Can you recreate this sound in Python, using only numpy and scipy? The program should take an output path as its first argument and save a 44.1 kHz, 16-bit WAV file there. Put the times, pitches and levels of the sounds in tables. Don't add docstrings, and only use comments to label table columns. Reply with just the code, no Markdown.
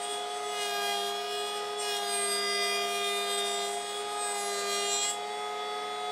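import sys
import numpy as np
from scipy import signal
from scipy.fft import rfft, irfft, next_fast_len
from scipy.io import wavfile
from scipy.ndimage import uniform_filter1d, map_coordinates

SR = 44100
rng = np.random.default_rng(int(sys.argv[2]) if len(sys.argv) > 2 else 0)


def int16_out(signal):
    q = np.round(np.clip(np.atleast_2d(signal).T, -1, 1) * 32767)
    wavfile.write(sys.argv[1], SR, q.astype(np.int16))


def voltage_ratio(decibels):
    exponent = np.asarray(decibels, float) / 20
    return 10 ** exponent


N = 269451
STEP = 128
EDGE_S, QUICK_EDGE_S = .06, .02
FREE_HZ = 419.4
LIFT_S = 5.2


def along(points, at):
    position, value = np.transpose(points)
    return np.interp(np.log(at + 1e-3), np.log(position), value)


def curves(rows, t):
    s, *columns = np.transpose(rows)
    return [np.interp(t, s, column) for column in columns]


def wobble(rate_hz, t):
    return map_coordinates(rng.standard_normal(200), [t * np.clip(rate_hz, .1, 30)])


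def fading(depth, rate_hz, t):
    second_path = depth * (wobble(rate_hz, t) + 1j * wobble(rate_hz, t))
    mean_gain = np.sqrt(1 + 2 * depth ** 2)
    return 20 * np.log10(np.abs(1 + second_path) / mean_gain + 0.0046)


def boosts(rows, hz, reach_hz, t, edge_s=EDGE_S):
    start, length, centre_hz, boost_db = np.transpose(rows)[..., None]
    swell = np.clip(np.minimum(t - start, start + length - t) / edge_s + .5, 0, 1)
    in_reach = np.abs(hz - centre_hz) < reach_hz
    return np.sum(boost_db * swell * in_reach, axis=0)


def fine(slow, wrap=np.inf):
    ramp = np.arange(STEP, dtype=np.float32) / STEP
    start = np.fmod(slow[:-1], wrap).astype(np.float32)
    rise = np.diff(slow).astype(np.float32)
    return (start[:, None] + np.outer(rise, ramp)).ravel()[:N]


def tone(turns, db, blur_rad, t, scatter=1):
    phase = 2 * np.pi * (turns + scatter * rng.random()) + blur_rad * wobble(25, t)
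    return fine(np.sqrt(2) * voltage_ratio(db)) * np.sin(fine(phase, wrap=2 * np.pi))


def noise(spectrum):
    hz, _, z = signal.stft(rng.standard_normal(N + 1024), SR, nperseg=1024)
    patches = uniform_filter1d(rng.standard_normal(z.shape), 6, 0)
    patches = uniform_filter1d(patches, 6, 1)
    gain_db = along(spectrum, hz)[:, None] + 1.3 * patches / patches.std()
    x = signal.istft(z * voltage_ratio(gain_db), nperseg=1024)[1][:N]
    return x / x.std()


def contact_db(t):
    return -400 * np.clip(t - LIFT_S, 0, 1)


# t/s, knife rate f/Hz
SPEED = [(0.0, 410.7), (0.1, 413.4), (0.43, 417.2), (0.55, 416.1), (0.71, 408.5), (1.04, 405.2),
         (1.26, 411.8), (1.87, 416.0), (1.92, 409.8), (2.25, 404.4), (3.71, 405.4), (3.76, 408.8),
         (4.17, 415.1), (4.39, 407.5), (4.63, 404.2), (4.91, 406.3), (5.35, 419.1), (6.11, 420.2)]


def speed(t):
    inertia_s = .15
    return uniform_filter1d(curves(SPEED, t)[0], round(inertia_s * SR / STEP), mode="nearest")


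def workshop(x, wet_db, t60_s):
    t = np.arange(SR // 3) / SR
    bright = np.diff(rng.standard_normal(len(t) + 1))
    tail = bright * voltage_ratio(-60 * t / t60_s) * (t > .004)
    return x + voltage_ratio(wet_db) * signal.fftconvolve(x, tail / np.linalg.norm(tail))[:N]


# f/Hz, density/dB per Hz
RUSH = [(25, -55), (60, -41), (105, -16), (150, -18.5), (300, -12.5), (500, -1.5), (1000, -4), (1600, -6.5),
        (2200, -8), (3200, -11.5), (5000, -15.5), (8000, -23.5), (11000, -27), (15600, -36.5)]


def fan_rush():
    return voltage_ratio(-46.0) * noise(RUSH)


# t/s, bite depth/dB, sole plate ring/dB, fibre tearing/dB
CUT = [(0, -11.5, -2.5, -12), (.14, -5.5, -2, 2), (.28, -18, -4, -12), (.45, -12.5, -1, -7),
       (.6, 2, -1.5, 6), (.95, 4, 1.5, -6), (1.15, -2, -6, -22), (1.5, -1, -2.5, -18.5),
       (1.76, -9, -13, -32), (1.81, -1, 5.5, -6), (1.96, 2.5, -1, 4), (2.6, 3, -1, -3), (3.64, -2, 3.5, 0),
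       (3.8, -9, 2.5, -5), (4.1, -6.5, -3.5, -8), (4.35, -1, 5, 0), (5.1, 3, 6.5, 1), (5.17, -18, -12, -22)]
# f/Hz, density/dB per Hz
CHIP_COLOUR = [(150, -59), (300, -28), (600, -6), (1500, -6), (3000, 0.5), (5000, 3), (6500, -7),
               (8300, 8.5), (10000, -13), (15600, -21)]
# f/Hz, density/dB per Hz
SPLINTER_COLOUR = [(3000, -30), (6500, -8), (8300, 0), (10000, -12), (15600, -26)]
# centre t/s, half length/s, rms level/dB
KNOTS = [
    (0.043, 0.022, -52),
    (.68, 0.041, -50),
    (3.383, .009, -44),
    (4.3, 0.043, -56),
    (5.108, 0.012, -44),
]


def chips(turns, chatter, t):
    tearing_db = curves(CUT, t)[-1]
    chip_db = -54 + tearing_db + 1.2 * chatter - 200 * np.clip(t - 5.15, 0, 1)
    bursts = sum(voltage_ratio(db) * np.exp(-((t - s) / half_s) ** 2) for s, half_s, db in KNOTS)
    passes = fine(turns)
    handful = voltage_ratio(3 * rng.standard_normal(3000))
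    puffs = np.exp(1.5 * np.cos(2 * np.pi * passes)) * handful[np.round(passes).astype(int)]
    puffs /= np.sqrt(np.mean(puffs ** 2) / 1.3)
    return puffs * (fine(voltage_ratio(chip_db)) * noise(CHIP_COLOUR) + fine(bursts) * noise(SPLINTER_COLOUR))


SHAFT_ORDERS = [1, 1.54, 1.8, 2.428, 3.54, 6.61, 7, 10.53, 11, 13, 13.47, 14, 15.54, 16, 17, 18, 19, 20, 21,
                22, 23, 24, 25, 28, 29, 30, 31, 36, 38, 42]
SHAFT_DB = [-68, -59.5, -59.5, -52.5, -59, -62, -55.5, -69, -60, -60, -58, -70, -72, -59, -64, -65, -62,
            -71, -75, -73, -76, -64, -72, -66, -68, -60, -74, -73, -75, -81]
# start t/s, length/s, f/Hz, boost/dB
SHADING = [(0.5, 0.24, 410, -3.5), (1.3, 0.63, 410, 2.5), (4, 0.42, 410, -1.5), (5, 0.19, 410, -5.5),
           (0.5, 0.031, 710, 4), (2.5, 0.33, 710, -2.5), (1.45, 0.34, 710, -4.5), (3.5, 0.72, 710, -3),
           (4.5, 0.61, 710, -2), (0.5, 0.38, 825, -4), (1.2, 0.22, 825, -10), (1.8, 0.24, 825, 2.5),
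           (2.5, 0.39, 825, -11.5), (4, 0.49, 825, 3.5), (5, 0.23, 825, -3.5), (5.75, .36, 825, -3.5),
           (2.5, 0.082, 1235, -1), (4, 0.088, 1235, -12), (0, 0.41, 1235, -3.5), (5.15, 0.24, 1235, -6.5),
           (0.1, 0.17, 3360, 3.5), (0.5, .3, 3360, -3), (1, 0.58, 3360, 4.5), (2, 0.3, 3360, -6),
           (3.5, 0.35, 3360, -8), (3.5, 0.22, 3360, 3), (4, 0.7, 3360, -8.5), (5.5, 0.073, 3360, -7),
           (3.08, 0.28, 3360, -6)]
# start t/s, length/s, f/Hz, boost/dB
ABRUPT_SHIFTS = [(0, 0.043, 3360, -12), (0.0, 0.089, 410, -5), (0.12, 0.38, 830, -4.5), (0.32, 0.05, 710, 3),
                 (0.4, 0.03, 3360, -14.0), (0.46, 0.26, 410, 4.0), (0.6, 0.4, 820, 4.0), (0.76, 0.08, 1220, 4.0),
                 (0.84, 0.08, 710, 3), (0.9, 0.071, 3360, 4), (1.34, 0.43, 3360, -2.5), (1.46, 0.086, 410, -4.0),
                 (1.64, 0.28, 830, -4.0), (1.74, 0.26, 1240, -2.5), (1.76, 0.05, 3360, 5.5), (1.88, 0.12, 3360, -1),
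                 (2.02, 0.03, 3360, 11), (2.22, 0.27, 710, -3), (2.26, 0.26, 810, -9.0), (2.56, 0.41, 710, 2.5),
                 (2.7, 0.18, 810, 9.5), (3.26, 0.4, 810, 2.5), (3.32, 0.69, 1220, -2), (3.5, 0.37, 710, 2.5),
                 (3.56, 0.26, 3360, 4.5), (3.72, 0.08, 1220, -14.0), (3.76, 0.028, 710, 4.5), (3.8, 0.19, 410, -2.5),
                 (3.86, 0.12, 710, -3), (3.94, 0.26, 3360, 5.5), (3.98, 0.12, 1240, 8.5), (3.98, 0.18, 830, -2),
                 (4.26, 0.2, 710, -3.5), (4.56, 0.12, 710, -2.5), (4.6, 0.24, 1210, 2), (4.78, 0.27, 3360, -6.0),
                 (4.98, 0.18, 710, -3.5), (5.0, 0.18, 820, 6.0), (5.62, 0.12, 840, -3), (5.98, 0.18, 710, 3.5)]
# start t/s, length/s, f/Hz, boost/dB
CHUTE = [
    (.25, 0.05, 3360, -10),
    (1.21, 0.044, 3360, -9),
    (1.86, 0.12, 3360, 4),
    (4.903, 0.244, 3360, 3),
    (5.255, .045, 3360, -12),
    (5.45, 0.26, 3360, 1.5),
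    (0.73, 0.28, 825, 3),
    (4.125, 0.17, 1235, 3.5),
]


def motor(turns, knife_turns, t):
    bearing, blades = 2.538, 12
    sag_hz = FREE_HZ - speed(t)
    bearing_db = -42 + 0.22 * sag_hz + 0.92 * wobble(14, t)
    bearing_db += boosts(SHADING, 710, 50, t) + boosts(ABRUPT_SHIFTS, 710, 50, t, QUICK_EDGE_S)
    blade_db = -45.5 + 0.01 * sag_hz + fading(.15, 14, t)
    blade_db += boosts(SHADING, 3360, 200, t) + boosts(ABRUPT_SHIFTS + CHUTE, 3360, 200, t, QUICK_EDGE_S)
    out = tone(bearing * turns, bearing_db, 0.054, t)
    out += tone(blades * turns, blade_db, .12, t)
    out += tone(.41 * turns, -75 + fading(0.32, 12, t), 0.64, t)
    shake = .5 * np.cos(2 * np.pi * fine(bearing * turns, wrap=1))
    shake += .17 * np.cos(2 * np.pi * fine(knife_turns, wrap=1))
    for order, db in zip(SHAFT_ORDERS, SHAFT_DB):
        damping_db = .4 * sag_hz * (order in (7, 16, 19, 30))
        level_db = db - damping_db + fading(.4, 7, t)
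        out += tone(order * turns, level_db, .15, t) * (1 + shake * (order > 6))
    return out


# knife rate f/Hz, rms level/dB of 1st, 2nd, 3rd tone
BENCH = [(405, -37.5, -49.5, -41), (405.8, -38.5, -45, -44.5), (408.6, -40.5, -41.5, -44.5),
         (409, -40.5, -45, -45.5), (416, -39.5, -45, -43.5), (416.3, -42.5, -42.5, -46.5),
         (413.6, -42, -42, -43)]


def drum(turns, t):
    rate_hz = speed(t)
    out = np.zeros(N)
    for k, db in enumerate(curves(BENCH, rate_hz), 1):
        shift_db = boosts(SHADING + CHUTE, k * rate_hz, 70, t) + boosts(ABRUPT_SHIFTS, k * rate_hz, 70, t, QUICK_EDGE_S)
        out += tone(k * turns, db + shift_db + 0.67 * wobble(12, t), 0.033, t)
    return out


# f/Hz, rms level/dB
PROUD = [(200, -52), (600, -53), (1000, -78), (1400, -60.5), (2230, -58), (2630, -80), (3040, -70),
         (3440, -68), (4460, -63), (5500, -66), (7000, -68), (8300, -57), (9800, -69), (15000, -84)]
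# start t/s, length/s, f/Hz, boost/dB
LEANING = [
    (1.95, .6, 610, -8),
    (4.2, .8, 610, 5.5),
]


def proud_knife(turns, t):
    rate_hz = speed(t)
    mismatch_db = np.maximum(-19 + 1.13 * (FREE_HZ - rate_hz), -11)
    out = np.zeros(N)
    for k in np.arange(38) + .5:
        db = along(PROUD, k * rate_hz) + mismatch_db + fading(min(0.25 * k, .5), 7, t)
        db += boosts(LEANING, k * rate_hz, 90, t) + contact_db(t) * (k > 3)
        out += tone(k * turns, db, 0.041 * k, t)
    return out


# knife order, rms level/dB
STRIKE = [(4.0, -49.0), (5.0, -48.0), (6.0, -48.0), (7.0, -50.0), (8.0, -47.0), (9.0, -46.0), (10.0, -50.0),
          (11.0, -56.0), (12.0, -50.0), (13.0, -56.0), (14.0, -54.0), (15.0, -61.0), (16.0, -57.0),
          (17.0, -60.0), (18.0, -56.0), (19.0, -54.0), (20.0, -51.0), (21.0, -53.0), (22.0, -55.0),
          (23.0, -60.0), (24.0, -60.0), (25.0, -61.0), (26.0, -64.0), (27.0, -69.0), (28.0, -67.0),
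          (29.0, -67.0), (30.0, -67.0), (31.0, -68.0), (32.0, -66.0), (33.0, -69.0), (34.0, -70.0),
          (35.0, -72.0), (36.0, -74.0), (37.0, -75.0)]
# knife order, rms level/dB
SIREN = [(4, -59), (5, -51), (6, -60), (7, -72), (8, -63), (9, -58), (10, -63), (11, -75), (17, -72)]
BITE_ORDERS = [5.5, 11, 19.5, 30]
BITE_GROWS = [1.27, 1.1, 0.07, 1.13]
RING_GROWS = [0.05, 0.1, 0.96, 0.076]
# centre t/s, half length/s, depth change/dB, ring change/dB
ROCKS = [(0.044, 0.018, 2, 6), (.68, .03, 1, 4), (1.765, .02, -6, -4), (1.797, .02, -6, 8),
         (1.917, 0.051, 2, 0.5), (2.2, 0.094, -0.5, 1), (3.368, .008, -1, -9), (3.73, .04, -2, -1),
         (3.87, 0.065, 3.5, 3), (4.22, .04, 2, 2), (4.335, 0.01, -5, -2), (4.402, 0.01, -3, -1),
         (4.453, 0.05, -1, 0.5), (5.1, 0.014, 0, 4), (5.16, 0.033, 3, 6)]
# t/s, level/dB
CRISP = [(0.03, 5), (.08, 1), (.95, 3), (1.1, 2), (1.45, -1), (1.8, 0), (2.2, 3), (2.35, -1), (2.6, -2),
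         (2.85, 4), (3.2, 5), (3.95, 3), (4.1, -2), (4.4, 4.5), (4.85, 1), (4.97, -6), (5.075, -4),
         (5.11, 6), (5.3, 0)]
# start t/s,
# length/s, f/Hz, boost/dB
SINGING = [(0, 0.2, 8670, 11.5), (.26, 0.42, 6230, 9.5), (.65, 0.22, 2040, -10), (.68, 0.2, 8160, -16),
           (.72, 0.15, 1630, 4.5), (.81, 0.13, 3660, -14), (.95, 0.83, 2050, -28), (.95, 0.39, 8140, -20),
           (1.1, 0.8, 3720, -9), (1.8, 0.26, 2060, -10), (1.96, 0.15, 2450, -16), (2.08, 0.46, 8490, 13),
           (2.25, 0.38, 7680, -12), (2.27, 0.58, 4850, 8.5), (2.37, 0.54, 4050, -16),
           (2.43, 0.4, 2020, 5.5), (2.6, 0.59, 1620, -3.5), (2.7, .27, 7700, -11), (2.9, 0.35, 2430, 6),
           (3.01, 0.73, 3640, 8.5), (3.03, 0.2, 8090, 4.5), (3.11, 0.14, 3240, -20), (3.41, .24, 8910, -8),
           (3.8, 0.46, 2070, -8), (4.18, 0.17, 8240, 10.5), (4.57, 0.31, 6080, -12),
           (4.59, 0.38, 9710, -18), (4.61, 0.38, 8130, -21), (4.86, 0.28, 7350, 14), (4.9, .24, 7790, 12),
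           (0.0, 0.66, 2910, 7), (0.3, 0.68, 3710, -4.5), (0.84, 0.35, 3250, 3.5), (0.96, 0.16, 2440, -8),
            (1.24, 0.69, 2900, 4.5), (1.46, 0.78, 7890, -11), (1.76, 0.73, 3250, -4),
            (1.918, 0.074, 3280, 6), (2.02, 0.7, 2830, -5), (2.197, 0.08, 8500, 6), (2.24, 0.32, 2430, -4),
            (2.4, 0.6, 5670, 5), (2.68, 0.34, 9310, 8.5), (2.698, 0.13, 2430, 7), (2.76, 0.63, 8500, -1),
            (3.02, 0.4, 3240, 5), (3.04, 0.12, 7690, -16), (3.24, 0.4, 4860, 4), (3.34, 0.074, 8100, 12),
            (3.78, 0.63, 5800, -8), (3.98, 0.68, 3280, -8), (4.08, 0.61, 2860, -4.5),
            (4.462, 0.6, 4050, 4.5), (4.48, 0.39, 7280, 3), (4.68, 0.7, 4910, -4.5), (4.74, 0.28, 5690, 7),
            (4.778, 0.7, 1650, -5.5), (4.88, 0.22, 8580, -8), (4.9, 0.13, 2040, -12), (5.04, 0.7, 7960, -2)]
# start t/s,
# length/s, f/Hz, boost/dB
FLARES = [(0.0, 0.41, 2070, -7), (0, 0.4, 3310, 6.0), (0.36, 0.55, 4110, -2), (0.68, 0.18, 4490, -9.0),
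          (0.74, 0.44, 2840, -2), (0.98, 0.03, 1620, -14.0), (1.08, 0.6, 4540, -6.0), (1.14, 0.24, 5350, 7),
          (1.16, 0.08, 3280, -14.0), (1.46, 0.39, 1660, -4.0), (1.56, 0.4, 5400, 8), (1.68, 0.6, 3680, -2),
          (1.9, 0.12, 4920, -6.0), (1.96, 0.08, 4490, -14.0), (2.02, 0.43, 5670, -6.0),
          (2.06, 0.08, 4880, 5), (2.06, 0.12, 2030, -5), (2.06, 0.4, 5260, -6.0), (2.26, 0.18, 3240, -4.0),
          (2.28, 0.08, 4040, -9.0), (2.36, 0.12, 4450, -9.0), (2.38, 0.19, 4850, 2), (2.68, 0.18, 3240, 4.0),
          (2.74, 0.08, 2020, -4.5), (2.9, 0.11, 2020, -3), (2.92, 0.26, 4860, -6.0), (3.06, 0.65, 4050, 3.5),
          (3.08, 0.08, 2020, 4.0), (3.1, 0.26, 5670, -9.0), (3.24, 0.05, 3650, -3), (3.4, 0.05, 3650, 4.0),
          (3.4, 0.18, 4050, -10), (3.52, 0.26, 2430, -3.5), (3.68, 0.05, 3660, -9.0), (4.24, 0.08, 1650, 7),
          (4.4, 0.4, 3640, -3), (4.42, 0.6, 5260, -4.0), (4.44, 0.18, 2430, -6.0), (4.52, 0.4, 4450, 5.5),
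          (4.68, 0.18, 4050, 2.5), (4.8, 0.12, 2840, 4.0), (4.84, 0.071, 3250, 4.0), (4.84, 0.6, 5780, -3),
          (4.98, 0.071, 3280, 5.5), (5.04, 0.65, 3770, -8), (5.06, 0.08, 2470, -11), (5.1, 0.05, 2060, -11),
          (5.1, 0.6, 4190, -7),
          (0.08, 0.6, 8750, -3), (0.28, 0.26, 7500, -9.0), (0.46, 0.16, 7890, 7), (0.74, 0.12, 9780, -14.0),
         (0.74, 0.6, 7710, -3), (0.74, 0.6, 8520, -4.0), (1.24, 0.6, 6620, -9.0), (1.4, 0.49, 9400, -6.0),
         (1.88, 0.6, 8110, -2), (1.94, 0.19, 8570, -2), (1.94, 0.26, 7330, -9.0), (2.2, 0.26, 11320, 10),
         (2.3, 0.05, 8900, -14.0), (2.4, 0.12, 8500, -3), (2.42, 0.18, 8900, 5), (2.46, 0.26, 9710, -9.0),
         (2.5, 0.24, 7280, -9.0), (2.54, 0.17, 8500, 5), (2.6, 0.26, 10120, -14.0),
         (2.78, 0.071, 8100, -14.0), (2.78, 0.35, 8910, -4.0), (3.36, 0.6, 8520, -4),
         (3.44, 0.12, 9320, 10.5), (3.48, 0.12, 7700, 6.0), (3.54, 0.6, 10250, -8), (3.78, 0.6, 7450, -4.0),
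         (4.1, 0.63, 8970, -4.0), (4.2, 0.4, 6930, 5), (4.22, 0.18, 7800, 4.5), (4.262, 0.05, 8220, -4.0),
         (4.362, 0.13, 10180, 10), (4.46, 0.6, 6480, 4.0), (4.74, 0.16, 8930, 3.5), (4.74, 0.26, 8120, 9.0),
         (4.94, 0.03, 6520, -14.0), (4.94, 0.05, 7750, -2.5), (4.98, 0.03, 7770, 3),
         (5.0, 0.12, 9030, -9.0), (5.038, 0.03, 7800, -6.0), (5.04, 0.4, 7490, -2.5)]


def knives(turns, chatter, t):
    rate_hz = speed(t)
    depth_db, ring_db, _ = curves(CUT, t)
    centre, half_s, *change_db = np.transpose(ROCKS)[..., None]
    rock_db = np.sum(change_db * np.exp(-((t - centre) / half_s) ** 2), axis=1)
    bite_db = np.outer(BITE_GROWS, depth_db + rock_db[0]) + np.outer(RING_GROWS, ring_db + rock_db[1])
    bite_db[-1] += curves(CRISP, t)[0]
    out = np.zeros(N)
    for k in range(4, 39):
        share = [np.interp(np.log(k), np.log(BITE_ORDERS), row) for row in np.eye(4)]
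        wood_db = along(STRIKE, k) + np.dot(share, bite_db) + contact_db(t)
        wood_db += fading(min(.03 + .009 * k, .35) + .3 * (k > 25), 13, t) + min(.05 * k, 1.1) * chatter
        air_db = along(SIREN, k) - 60 * (k > 17) + 1.2 * wobble(3, t)
        mode_db = boosts(SINGING, k * rate_hz, 190, t)
        mode_db += boosts(FLARES, k * rate_hz, 200, t, QUICK_EDGE_S)
        level_db = mode_db + 10 * np.log10(voltage_ratio(2 * wood_db) + voltage_ratio(2 * air_db))
        out += tone(k * turns, level_db, .014 * k, t, scatter=min(14 / k, 1))
    return out * (1 + .065 * map_coordinates(rng.standard_normal(3000), [fine(turns) * .62]))


def scene():
    t = np.arange(0, N + STEP, STEP) / SR
    rate_hz = speed(t)
    belt = 1.470 + .0002 * (rate_hz - 405)
    knife_turns, shaft_turns = np.cumsum([rate_hz, rate_hz / belt], axis=1) * STEP / SR
    chatter = wobble(18, t) + 1.2 * wobble(30, t)
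    background = fan_rush() + chips(knife_turns, chatter, t) + motor(shaft_turns, knife_turns, t)
    strikes = knives(knife_turns, chatter, t) + proud_knife(knife_turns, t)
    cutting = workshop(strikes, wet_db=-14, t60_s=.2) + drum(knife_turns, t)
    return (background + cutting)[None]


def top_cut(x):
    return signal.sosfilt(signal.butter(12, 15640, fs=SR, output="sos"), x)


def record(dry):
    top_hz = 15720
    size = next_fast_len(N)
    passed = np.fft.rfftfreq(size, 1 / SR) < top_hz
    limited = irfft(rfft(dry, size) * passed, size)[:, :N]
    return top_cut(limited)


dry = scene()
out = record(dry)
int16_out(out)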